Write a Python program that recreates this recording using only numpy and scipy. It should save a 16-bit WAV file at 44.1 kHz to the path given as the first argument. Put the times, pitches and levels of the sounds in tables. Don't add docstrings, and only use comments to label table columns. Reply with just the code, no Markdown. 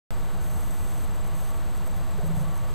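import sys
import numpy as np
from scipy import signal
from scipy.fft import rfft, irfft
from scipy.io import wavfile

SR = 44100
rng = np.random.default_rng(int(sys.argv[2]) if len(sys.argv) > 2 else 0)


def makeup_ratio(level_db):
    decades = np.asarray(level_db, float) / 20
    return 10 ** decades


def digitize_waveform(pressure):
    field = np.atleast_2d(pressure).T
    bounded = np.clip(field, -1, 1)
    quanta = np.round(bounded * 32767).astype(np.int16)
    wavfile.write(sys.argv[1], SR, quanta)


N = 120834
TIME_S = np.arange(N) / SR
FRAME_HZ = 29.97


def rms_one(x):
    return x / np.sqrt(np.mean(x ** 2) + 1e-20)


def resonate(x, hz, width_hz):
    r = np.exp(-np.pi * width_hz / SR)
    zeros = np.array([1, 0, -1]) * (1 - r * r) / 2
    poles = [1, -2 * r * np.cos(2 * np.pi * hz / SR), r * r]
    return signal.lfilter(zeros, poles, x)


def resonate_twice(x, hz, width_hz):
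    return resonate(resonate(x, hz, width_hz), hz, width_hz)


def gate(t, start, length, edge):
    inside = np.minimum(t - start, start + length - t)
    return np.clip(inside / edge + .5, 0, 1)


def swell(age, rise):
    u = np.maximum(age, 0) / rise
    return u * np.exp(1 - u)


def blip(start, db, hz, rise, climb):
    age = np.maximum(TIME_S - start, 0)
    return makeup_ratio(db) * swell(age, rise) * np.sin(2 * np.pi * hz * age * (1 + climb * age))


# [t/s, peak level/dB, lid f/Hz]
SLUGS = [
    (2.188, -39, 160),
    (2.232, -28, 160),
    (2.263, -33, 165),
    (2.287, -29, 168),
    (2.305, -27, 168),
    (2.335, -30, 165),
    (2.369, -27, 150),
    (2.408, -24.5, 148),
    (2.438, -31, 155),
    (2.487, -32, 142),
]


def lid_thumps():
    push = sum(blip(start, db, hz, .0065, 0) for start, db, hz in SLUGS)
    return push + makeup_ratio(-4) * resonate(push, 164, 14)


def water_slosh():
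    level_db, rise_s, lead_s = -22, .0077, .013
    envelope = sum(makeup_ratio(db + level_db) * swell(TIME_S - start + lead_s, rise_s) for start, db, _ in SLUGS)
    band = signal.butter(2, [343, 1270], "band", fs=SR, output="sos")
    return envelope * rms_one(signal.sosfilt(band, rng.standard_normal(N)))


# [t/s, peak level/dB, f/Hz]
BUBBLE_RINGS = [(2.183, -34.5, 396), (2.203, -34.5, 690), (2.212, -39, 584), (2.222, -36, 696),
                (2.232, -38, 600), (2.237, -40.5, 395), (2.254, -37, 552), (2.284, -38.5, 1170),
                (2.291, -42, 385), (2.293, -48, 1240), (2.305, -37.5, 567), (2.356, -53, 690),
                (2.366, -37, 723), (2.38, -39, 570), (2.413, -37, 542), (2.436, -40, 620)]


def bubble_rings():
    rise_cycles, climb_per_s = 2.7, 1
    return sum(blip(start, db, hz, rise_cycles / hz, climb_per_s) for start, db, hz in BUBBLE_RINGS)


def airlock():
    return lid_thumps() + water_slosh() + bubble_rings()


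# [f/Hz, width/Hz, level/dB]
SHELL_MODES = [(6240, 540, -7), (7750, 490, -5.5), (8270, 320, 0), (9330, 540, -13), (11170, 780, -6),
               (12760, 170, 0), (13200, 340, -4.5), (13950, 320, -14), (14600, 900, -16)]


def shell_rattle():
    steps_per_s, jitter, spread_db = 133, .07, 1.5
    decay_s, steady_scrape = .001, .75
    draws = rng.standard_normal((500, 2))
    at = (np.arange(500) + jitter * draws[:, 0]) / steps_per_s
    keep = (at > 0) & (at < TIME_S[-1])
    kicks = np.zeros(N)
    kicks[(at[keep] * SR).astype(int)] = makeup_ratio(spread_db * draws[keep, 1])
    frame_ticks = np.arange(82) / FRAME_HZ + .007
    kicks[(frame_ticks * SR).astype(int)] += makeup_ratio(2)
    bursts = signal.lfilter([1], [1, -np.exp(-1 / (decay_s * SR))], kicks) + steady_scrape
    scrape = bursts * rng.standard_normal(N)
    shell = np.zeros(N)
    for k, (hz, width, db) in enumerate(SHELL_MODES):
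        sign = (-1) ** k
        shell += sign * makeup_ratio(db) * resonate_twice(scrape, hz, 1.5 * width)
    return rms_one(shell)


# [start t/s, length t/s, level/dB]
MOTOR_RUNS = [
    (0.415, 0.65, -53),
    (1.257, 0.036, -53),
    (1.349, 0.174, -53),
    (1.558, 0.03, -54),
    (1.748, 0.042, -54),
    (1.858, 0.036, -53),
    (1.958, 0.032, -54),
    (2.255, 0.036, -53),
    (2.351, 0.09, -53),
    (2.556, 0.036, -52),
]
# [start t/s, length t/s, level/dB]
MOTOR_MORE_RUNS = [
    (.168, 0.021, -59),
    (.236, 0.022, -58),
    (.368, .024, -56),
    (1.143, 0.035, -54),
]


def lens_motor():
    trim_db, trim_s, edge_s, idle_db = 3.5, .0099, .0033, -55.5
    drive = np.zeros(N)
    for start, length, db in list(MOTOR_RUNS) + list(MOTOR_MORE_RUNS):
        drive += makeup_ratio(db + trim_db) * gate(TIME_S, start, length - trim_s, edge_s)
    return np.maximum(drive, makeup_ratio(idle_db)) * shell_rattle()


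def tone(hz, db):
    return np.sqrt(2) * makeup_ratio(db) * np.sin(2 * np.pi * hz * TIME_S)


# [f/Hz, level/dB]
READOUT_TONES = [(7867.1, -66), (7492.5, -70)]
# [f/Hz, level/dB]
CLOCK_TONES = [(6000, -75), (7000, -82), (11000, -78), (12000, -79), (14000, -83), (8231, -75),
               (12742, -76)]


def electronics():
    phase = TIME_S % (1 / FRAME_HZ)
    pause_at, pause_s = .012, .0095
    pause = gate(phase, pause_at - pause_s / 2, pause_s, .002)
    whine = tone(14985, -67.5) * (1 - pause)
    frame = (TIME_S * FRAME_HZ).astype(int)
    third_frame_db, spread_db, bleed = 7, 3, .45
    frame_gain = makeup_ratio(third_frame_db * (frame % 3 == 0) + spread_db * rng.standard_normal(90)[frame])
    chirp_at, chirp_s = .0135, .013
    readout = gate(phase, chirp_at - chirp_s / 2, chirp_s, .0054)
    chirps = sum(tone(hz, db) for hz, db in READOUT_TONES) * (bleed + frame_gain * readout)
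    return whine + chirps + sum(tone(hz, db) for hz, db in CLOCK_TONES)


def coloured(points):
    hz = np.arange(1, N // 2 + 2) * SR / N
    p = np.array(points)
    db = np.interp(np.log(hz), np.log(p[:, 0]), p[:, 1], left=-90, right=-90)
    return rms_one(irfft(rfft(rng.standard_normal(N)) * makeup_ratio(db), N))


# [f/Hz, level/dB]
RUMBLE_SPECTRUM = [(5, -16), (10, -5.5), (18, -1), (28, -11.5), (46, -22), (70, -8), (115, -17.5),
                   (190, -15), (225, -30)]
# [f/Hz, level/dB]
FAN_SPECTRUM = [(120, -28), (210, -6.5), (363, -1), (388, -7.5), (438, -1.5), (560, -5), (633, -2),
                (1170, -6), (2000, -16), (2600, -38), (4400, -120)]
# [f/Hz, level/dB]
HISS_SPECTRUM = [(1200, -26), (1900, 1.5), (4050, -2.5), (4900, -6), (5550, -13.5), (7000, -9),
                 (10000, -18), (14400, -30), (15400, -3)]
# [f/Hz, width/Hz, rms level/dB]
MACHINE_HUMS = [(17.5, 5, -41), (67, 10, -49), (103, 8, -53), (158, 14, -51), (260, 20, -58),
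                (520, 20, -59.5), (641, 40, -56), (767, 10, -61), (903, 18, -61), (1138, 3, -56.5),
                (1501, 18, -66)]


def cellar():
    white = rng.standard_normal(N)
    hums = sum(makeup_ratio(db) * rms_one(resonate_twice(white, hz, width)) for hz, width, db in MACHINE_HUMS)
    rumble = makeup_ratio(-36.5) * coloured(RUMBLE_SPECTRUM)
    fan = makeup_ratio(-44) * coloured(FAN_SPECTRUM)
    hiss = makeup_ratio(-53.5) * coloured(HISS_SPECTRUM)
    return rumble + fan + hiss + hums


def scene():
    return np.tile(airlock() + lens_motor() + electronics() + cellar(), (2, 1))


def roll_off(x):
    return signal.sosfilt(signal.butter(12, 16220, fs=SR, output="sos"), x)


def record(dry):
    open_s, step_s, offset = .1058, .1072, .0575
    sag, kick, kick_s = .02, .04, .001
    low = signal.butter(2, 37, fs=SR, output="sos")
    wander = makeup_ratio(-61.5) * rms_one(signal.sosfilt(low, rng.standard_normal(N)))
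    band_limit = signal.ellip(14, .5, 95, 15150, fs=SR, output="sos")
    heard = signal.sosfilt(band_limit, dry)
    sagging = -sag * (TIME_S - open_s) / (step_s - open_s)
    recovery = kick * np.exp(-np.abs(TIME_S - step_s) / kick_s)
    click = np.where(TIME_S < step_s, sagging, recovery)
    opposite = np.array([[1], [-1]])
    x = (heard + click + (wander - offset) * opposite) * (TIME_S > open_s)
    smooth = signal.cheby2(16, 50, 16000, fs=SR, output="sos")
    x = signal.sosfiltfilt(smooth, x) * (TIME_S > open_s - .003)
    return roll_off(x)


dry = scene()
out = record(dry)
digitize_waveform(out)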